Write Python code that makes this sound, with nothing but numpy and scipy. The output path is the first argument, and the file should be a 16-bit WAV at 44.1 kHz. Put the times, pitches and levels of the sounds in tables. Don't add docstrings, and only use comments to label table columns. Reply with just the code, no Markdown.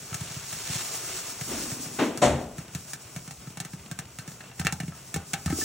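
import sys
import numpy as np
from scipy import signal
from scipy.fft import rfft, irfft, next_fast_len
from scipy.io import wavfile

SR = 44100
rng = np.random.default_rng(int(sys.argv[2]) if len(sys.argv) > 2 else 0)


def generate_wav(sig):
    pcm = np.round(np.clip(np.atleast_2d(sig).T, -1, 1) * 32767).astype(np.int16)
    wavfile.write(sys.argv[1], SR, pcm)


N = 249045
TIME = np.arange(N) / SR
PADDED = 2 * next_fast_len(N // 2 + SR // 4)
FREQS = np.maximum(np.arange(PADDED // 2 + 1) * SR / PADDED, 1)


# start_s [s], crack_db [dB], puff_db [dB]
POP_EVENTS = [(0.1184, -70, -38), (0.1433, -20, -39), (0.209, -30, -34), (0.305, -43, -43),
              (0.363, -46, -37), (0.527, -25.5, -43.5), (0.696, -60, -34.5), (0.753, -31, -35),
              (1.4113, -24.5, -37), (1.716, -28.5, -37.5), (1.86, -39, -42), (2.1742, -23.5, -43),
              (2.582, -31.5, -34), (2.7492, -23.5, -32.5), (2.933, -22.5, -51), (3.1622, -28, -35),
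              (3.277, -32, -41), (3.309, -29.5, -46), (3.4712, -39.5, -39.5), (3.5716, -28.5, -41),
              (3.6015, -21.5, -37.5), (3.6492, -28, -43), (3.7339, -37.5, -36.5), (3.913, -26.5, -36.5),
              (3.989, -22, -38), (4.1864, -28, -39), (4.277, -31.5, -39), (4.596, -21, -29.5),
              (4.6485, -22.5, -29.5), (4.724, -20, -31.5), (4.801, -26, -33), (4.832, -40, -32.5),
              (4.8796, -36, -33), (5.1415, -19, -36), (5.1603, -23.5, -30), (5.3333, -16.5, -34),
              (5.4595, -21.5, -26.5), (5.5006, -26.5, -28.5)]
# pitch_hz [Hz], level_db [dB per Hz]
CRACK_COLOUR = [(1000, -22), (3000, -10), (5500, -1), (8500, 0), (11000, -4), (15500, -5)]
THROW_DB, THROW_PER_CRACK, THROW_PER_PUFF = -35, 0.48, 0.09
BOOM_PER_DB = 1.5
PUFF_HZ, PUFF_RISE_HZ_PER_S = 116.8, 3.77


def popcorn(crack_gain_db=16, tap_gain_db=21, ring_gain_db=12, puff_gain_db=5, contact_delay_s=0.0006):
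    cracks, taps, body = np.zeros((2, N)), np.zeros((2, N)), np.zeros(N)
    _, usual_crack_db, usual_puff_db = np.mean(POP_EVENTS, axis=0)
    for start_s, crack_db, puff_db in POP_EVENTS:
        contact_s = start_s + contact_delay_s
        extra_puff_db = puff_db - usual_puff_db
        throw_db = THROW_DB + THROW_PER_CRACK * (crack_db - usual_crack_db)
        throw_db = throw_db + THROW_PER_PUFF * extra_puff_db
        puff_hz = PUFF_HZ + PUFF_RISE_HZ_PER_S * start_s
        steam_puff = puff(puff_hz, BOOM_PER_DB * extra_puff_db)
        add(cracks, contact_s, from_db(crack_db + crack_gain_db) * burst(t60=0.059, spike=0.67))
        add(taps, contact_s, from_db(tap_gain_db) * tap(throw_db))
        add(body, contact_s, from_db(throw_db + ring_gain_db) * lid_ring())
        add(body, start_s, from_db(puff_db + puff_gain_db) * steam_puff)
    sharp = colour(cracks, CRACK_COLOUR) + under_lid(colour(taps, TAP_COLOUR))
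    return spread(sharp) + body


def burst(t60, spike):
    t = TIME[:SR // 8]
    scatter = energy_one(rng.standard_normal((2, SR // 8)) * dying(t, t60))
    scatter[0, 0] += spike
    return energy_one(scatter)


PUFF_T60 = .13


def puff(hz, shake_db=0, swell_cycles=0.9, glide=3.15, glide_s=0.0025,
         ring_db=-22, boom_hz=86, boom_db=-14.0):
    t = TIME[:SR // 6]
    age = t * hz / swell_cycles
    thump = (age * np.exp(1 - age)) ** 3
    pitch = hz * (1 + glide * np.exp(-t / glide_s))
    wave = np.sin(2 * np.pi * np.cumsum(pitch) / SR)
    boom = from_db(boom_db + shake_db) * np.sin(2 * np.pi * boom_hz * t)
    after = from_db(ring_db) * wave + boom
    return thump * wave + np.minimum(age, 1) * dying(t, PUFF_T60) * after


# pitch_hz [Hz], level_db [dB per Hz]
TAP_COLOUR = [(200, -5.5), (700, 7), (1100, 1), (1900, 5.5), (3000, 3.5), (7000, 0.5), (14000, -2)]


def tap(db, contact_hz=3000, usual_db=-35):
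    hardness = from_db(db - usual_db)
    dull = np.exp(-2 * np.pi * contact_hz * hardness / SR)
    strike = burst(t60=.042, spike=.25 + .22 * hardness)
    return from_db(db) * signal.lfilter([1 - dull], [1, -dull], strike)


# pitch_hz [Hz], level_db [dB], t60_s [s]
LID_MODES = [(800, -2.5, 0.08), (1320, 0, 0.1), (1570, -3, 0.11), (1770, -2, 0.06), (2230, 0, 0.05),
             (2720, 1.5, 0.06), (3500, -4, 0.08), (4230, -8, 0.09)]


def lid_ring(strongest_hz=None, focus_db=19):
    modes = []
    for hz, db, t60 in LID_MODES:
        octaves_away = abs(np.log2(hz / (strongest_hz or hz)))
        modes.append((hz, db - focus_db * np.sqrt(octaves_away), t60))
    return ringing(modes, uneven_db=3, split_hz=28, count=4)


def under_lid(x, width_hz=130, lift=0.73):
    peaks = 0
    for hz, db, _ in LID_MODES:
        peaks = peaks + from_db(db) * signal.lfilter(*signal.iirpeak(hz, hz / width_hz, fs=SR), x + 1e-18)
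    return x + lift * peaks


def ringing(modes, uneven_db, split_hz=0, count=1):
    t, out = TIME[:round(SR * max(m[2] for m in modes))], 0
    for hz, db, t60 in modes:
        for luck, sign, offset in rng.standard_normal((count, 3)):
            strength = np.sign(sign) * from_db(db + uneven_db * luck)
            partial = np.sin(2 * np.pi * (hz + split_hz * offset) * t)
            out = out + strength * partial * dying(t, t60)
    return energy_one(out)


def buried_pops(level_db=-45, tick_db=-26, middle_hz=125, count=60):
    thuds, ticks = np.zeros(N), np.zeros(N)
    times = (np.arange(count) + rng.random(count)) * N / SR / count
    for start_s, (size, pitch) in zip(times, rng.standard_normal((count, 2))):
        strength = from_db(4 * min(size, 1))
        add(thuds, start_s, from_db(level_db) * strength * puff(middle_hz * np.exp(.25 * pitch)))
        add(ticks, start_s, from_db(tick_db) * strength * burst(t60=.04, spike=.2)[0])
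    return thuds + colour(ticks, TAP_COLOUR)


# start_s [s], tap_db [dB], ring_db [dB], strongest_hz [Hz]
LID_CLINKS = [(0.129, -35, -42.5, 1320), (3.915, -57, -47, 1570), (4.187, -48, -45.5, 1570),
              (4.191, -54, -48, 4230), (4.223, -46, -57, 1320), (4.406, -36, -50, 1770),
              (4.438, -39, -53, 2720), (4.515, -41, -52, 2720), (4.594, -41, -43, 1770),
              (4.614, -33, -43.5, 1320), (4.659, -31, -42, 1770), (4.6691, -19.5, -31, 2720),
              (4.671, -45, -36.5, 1320), (4.726, -43, -38.5, 800), (4.802, -33, -49, 1770),
              (4.922, -43.5, -49.5, 1320), (5.163, -36, -40, 800), (5.338, -24.5, -35.5, 800),
              (5.479, -39, -38.5, 1320), (5.505, -35, -37, 800), (5.525, -35.5, -39.5, 1320),
              (5.614, -36, -36.5, 1770)]


def clinks(tap_gain_db=23.0, ring_gain_db=27):
    taps, rings = np.zeros((2, N)), np.zeros(N)
    for start_s, tap_db, ring_db, strongest_hz in LID_CLINKS:
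        add(taps, start_s, from_db(tap_gain_db) * tap(tap_db))
        add(rings, start_s, from_db(ring_db + ring_gain_db) * lid_ring(strongest_hz))
    return spread(under_lid(colour(taps, TAP_COLOUR))) + rings


# start_s [s], level_db [dB], pitch_hz [Hz]
DULL_KNOCKS = [(5.159, -29, 427), (5.5248, -20, 276), (5.585, -26.5, 327), (5.62, -33, 262)]


def dull_knocks():
    out = np.zeros(N)
    for start_s, level_db, pitch_hz in DULL_KNOCKS:
        add(out, start_s, from_db(level_db) * puff(pitch_hz, swell_cycles=1.35, glide=0.32))
    return out


# start_s [s], clatter_db [dB], ring_db [dB], rattle_s [s],
# low_hz [Hz], full_hz [Hz], fullness [gain of the resonance at full_hz], high_hz [Hz]
PAN_KNOCKS = [(1.986, -25, -29.5, 0.079, 213, 270, 1.5, 4330),
              (2.216, -21.5, -18, 0.057, 55, 680, 0.93, 9400),
              (2.285, -28.5, -24.5, 0.058, 50, 80, 1.5, 194)]
# pitch_hz [Hz], level_db [dB], t60_s [s]
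HOB_MODES = [(76, 1, 0.51), (137.3, 7, 0.45), (239, 4.5, 0.53), (365.5, -3.5, 0.5), (516, 0.5, 0.72),
             (589, 8.5, 0.48), (647, 1, 0.57), (724, 4, 0.5), (860, 4, 0.15), (995, 2.5, 0.3)]
# pitch_hz [Hz], level_db [dB per Hz]
CLATTER_COLOUR = [(40, 0), (100, -5.5), (270, 0), (500, -6.5), (800, -7), (1400, -10.5), (3000, -14),
                  (5000, -20), (7000, -14.5), (15000, -21)]
# pitch_hz [Hz], t60_s [s]
CLATTER_DECAY = [(100, 0.62), (500, 0.71), (950, 0.53), (2000, 0.49), (9000, 0.37)]


def knocks(clatter_gain_db=32, ring_gain_db=33, contacts_per_s=2500, rise_s=0.0068, tail_db=2.0):
    clatter, rings = np.zeros((2, N)), np.zeros(N)
    for start_s, clatter_db, ring_db, rattle_s, low_hz, full_hz, fullness, high_hz in PAN_KNOCKS:
        tail = diffuse_tail(CLATTER_DECAY)
        contacts = (rng.random(N) < contacts_per_s / SR) * rng.standard_normal(N)
        chatter = energy_one(contacts * np.exp(-(TIME / rattle_s) ** 2))
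        blow = (chatter + from_db(tail_db) * tail) * (1 - np.exp(-TIME / rise_s))
        blow = blow + fullness * signal.lfilter(*signal.iirpeak(full_hz, 2, fs=SR), blow + 1e-18)
        softness = signal.butter(2, [low_hz, min(high_hz, .45 * SR)], "band", fs=SR, output="sos")
        add(clatter, start_s, from_db(clatter_db + clatter_gain_db) * signal.sosfilt(softness, blow))
        ring = signal.sosfilt(softness, ringing(HOB_MODES, uneven_db=2.0, split_hz=4.04, count=2))
        add(rings, start_s + rise_s, from_db(ring_db + ring_gain_db) * ring)
    return colour(clatter, CLATTER_COLOUR) + rings


DRAG_START_S, DRAG_FADE_S = 1.46, 0.059
DRAG_BITE_DB, DRAG_BITE_T60, DRAG_GLIDE_DB = -31.5, 0.94, -47.5
# pitch_hz [Hz], level_db [dB per Hz]
RUB_COLOUR = [(80, -14), (170, -8.5), (260, 1), (340, -5.5), (480, -12.5), (800, -18.5), (4000, -26.5)]


def slide():
    since = np.maximum(TIME - DRAG_START_S, 0)
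    end_s = PAN_KNOCKS[-1][0] + DRAG_FADE_S
    pressure = from_db(DRAG_GLIDE_DB) + from_db(DRAG_BITE_DB) * dying(since, DRAG_BITE_T60)
    contact = np.clip(np.minimum(since, end_s - TIME) / DRAG_FADE_S, 0, 1)
    return pressure * contact * spread(colour(grains(per_s=1100, uneven_db=-1.0), RUB_COLOUR))


def grains(per_s, uneven_db):
    sizes = from_db(uneven_db * np.minimum(rng.exponential(1, (2, N)), 4))
    sizes = sizes * rng.choice([-1, 1], (2, N))
    return rms_one(sizes * (rng.random((2, N)) < per_s / SR))


# strongest_s [s], level_db [dB]
PAN_HUMS = [(1.1, -47), (5.62, -45.5)]
HUM_HZ, HUM_WIDTH_HZ, HUM_T60 = 374, 13, 0.42


def pan_hum():
    rubbing = sum(from_db(db) * dying(np.abs(TIME - s), HUM_T60) for s, db in PAN_HUMS)
    resonance = signal.iirpeak(HUM_HZ, HUM_HZ / HUM_WIDTH_HZ, fs=SR)
    return rubbing * rms_one(signal.lfilter(*resonance, rng.standard_normal(N)))


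# [s, of swell and ebb]
PAN_SWIRLS = [(.32, -40.5, 1.7), (0.747, -32.5, 0.83), (1.16, -37.5, 0.99), (1.6, -38, 0.73)]
# pitch_hz [Hz], level_db [dB per Hz]
SWISH_COLOUR = [(500, -8), (2000, -4.5), (4200, -3), (6500, 0), (11000, -7), (15500, -8)]


def swish(flicker_db=0.3):
    speed = sum(from_db(db) * dying(np.abs(TIME - s), t60) for s, db, t60 in PAN_SWIRLS)
    brushing = colour(grains(per_s=2400, uneven_db=2.8), SWISH_COLOUR)
    return speed * from_db(flicker_db * drift(28.7)) * spread(under_lid(brushing, lift=0.45))


# time_s [s], level_db [dB]
FRYING_VIGOUR = [(0.0, -48), (0.91, -41), (1.67, -38.5), (2.45, -53.5), (2.88, -49.5), (3.7, -56),
                 (4.51, -53.5), (5.43, -50), (5.65, -34.5)]
OIL_FOLLOWS = 0.57
# pitch_hz [Hz], level_db [dB per Hz]
STEAM_COLOUR = [(1500, -22), (4000, -8), (5400, 0), (8500, -.5), (10500, -4.5), (12000, -2.5), (15500, -2)]
# pitch_hz [Hz], level_db [dB per Hz]
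OIL_COLOUR = [(150, -9), (370, 10.5), (800, 9), (2100, 4.5), (3200, 3), (9000, -28.5)]


def frying(steam_gain_db=4.5, oil_db=-52, flicker_db=2.5, cavity_t60=0.22, cavity_db=-7):
    hiss_db, = in_time(FRYING_VIGOUR)
    sizzle_db = OIL_FOLLOWS * (hiss_db - hiss_db.mean())
    steam_level = from_db(hiss_db + steam_gain_db + flicker_db * drift(25.177))
    steam = steam_level * colour(grains(per_s=25000, uneven_db=4.5), STEAM_COLOUR)
    oil_level = from_db(sizzle_db + oil_db + flicker_db * drift(26.34))
    oil = oil_level * colour(grains(per_s=9000, uneven_db=3.5), OIL_COLOUR)
    cavity = rfft(burst(cavity_t60, spike=0)[0], PADDED)
    return spread(filtered(steam + oil, 1 + from_db(cavity_db) * cavity))


# pitch_hz [Hz], level_db [dB per Hz]
FLAME_COLOUR = [(50, -12), (135, 3.5), (200, -5), (1200, -28)]


def flame(level_db=-51.5):
    return from_db(level_db) * spread(colour(rng.standard_normal((2, N)), FLAME_COLOUR))


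# pitch_hz [Hz], t60_s [s]
KITCHEN_DECAY = [(1000, 0.24), (12000, 0.025)]


def kitchen_echo(sound):
    return filtered(sound[0], rfft(diffuse_tail(KITCHEN_DECAY), PADDED))


def diffuse_tail(t60s):
    out, edges = 0, np.geomspace(35, 17000, 10)
    settle = SR // 4
    for low, high in zip(edges, edges[1:]):
        octave = signal.butter(2, [low, high], "band", fs=SR, output="sos")
        band = signal.sosfilt(octave, rng.standard_normal((2, SR)))[:, settle:]
        out = out + band * dying(TIME[:SR - settle], at_hz(t60s, np.sqrt(low * high)))
    return spread(energy_one(out))


# pitch_hz [Hz], likeness [0 to 1]
STEREO_LIKENESS = [(100, .995), (300, .95), (640, .78), (1400, .9), (3100, .6), (7000, .65), (12000, .92)]


def spread(pair):
    alike = np.clip(at_hz(STEREO_LIKENESS, FREQS), 0, 1)
    mid, side = filtered(pair, np.sqrt([(1 + alike) / 2, (1 - alike) / 2]))
    return np.array([mid + side, mid - side])


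def from_db(db):
    return 10 ** (np.asarray(db) / 20)


def rms_one(x):
    return x / np.sqrt(np.mean(x ** 2) + 1e-20)


def energy_one(x):
    return rms_one(x) / np.sqrt(x.shape[-1])


def in_time(rows):
    s, *columns = np.transpose(rows)
    return [np.interp(TIME, s, c) for c in columns]


def at_hz(points, hz):
    table_hz, values = np.array(points).T
    return np.interp(np.log(hz), np.log(table_hz), values)


def dying(t, t60):
    return np.exp(-np.log(1000) * t / t60)


def add(track, s, sound):
    start = max(round(s * SR), 0)
    room = max(N - start, 0)
    track[..., start:start + sound.shape[-1]] += sound[..., :room]


def drift(knots_per_s):
    knots = rng.standard_normal(512)
    return np.interp(TIME * knots_per_s, np.arange(len(knots)), knots)


def filtered(x, response):
    return irfft(rfft(x, PADDED) * response, PADDED)[..., :N]


def colour(x, spectrum):
    cepstrum = irfft(np.log(rms_one(from_db(at_hz(spectrum, FREQS)))))
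    fold = 1 + np.sign(PADDED // 2 - np.arange(PADDED)) - (np.arange(PADDED) == 0)
    return filtered(x, np.exp(rfft(cepstrum * fold)))


def scene(room_db=-11):
    pops = popcorn() + clinks() + dull_knocks()
    pan = knocks() + slide() + pan_hum() + swish()
    return pops + from_db(room_db) * kitchen_echo(pops) + buried_pops() + pan + frying() + flame()


# pitch_hz [Hz], left_lead_rad [radians]
LEFT_LEAD = [(150, 0), (4200, .2), (4900, -3), (5500, -6.3), (7000, -6.7), (8500, -7.7), (11000, -9.3),
             (13500, -9.5), (15500, -10.2)]
# pitch_hz [Hz], left_minus_right_db [dB]
STEREO_BALANCE = [(100, 0), (300, 0.9), (650, 4.5), (1300, 0.3), (4000, .5)]
CUTOFF_HZ = 15750


def record(dry):
    lean = from_db(at_hz(STEREO_BALANCE, FREQS) / 2)
    left = lean * np.exp(1j * at_hz(LEFT_LEAD, FREQS))
    stereo = filtered(dry, np.array([left, 1 / lean]))
    stereo = signal.sosfilt(signal.butter(4, 35, "high", fs=SR, output="sos"), stereo)
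    return signal.sosfilt(signal.ellip(10, .1, 80, CUTOFF_HZ, fs=SR, output="sos"), stereo)


dry = scene()
out = record(dry)
generate_wav(out)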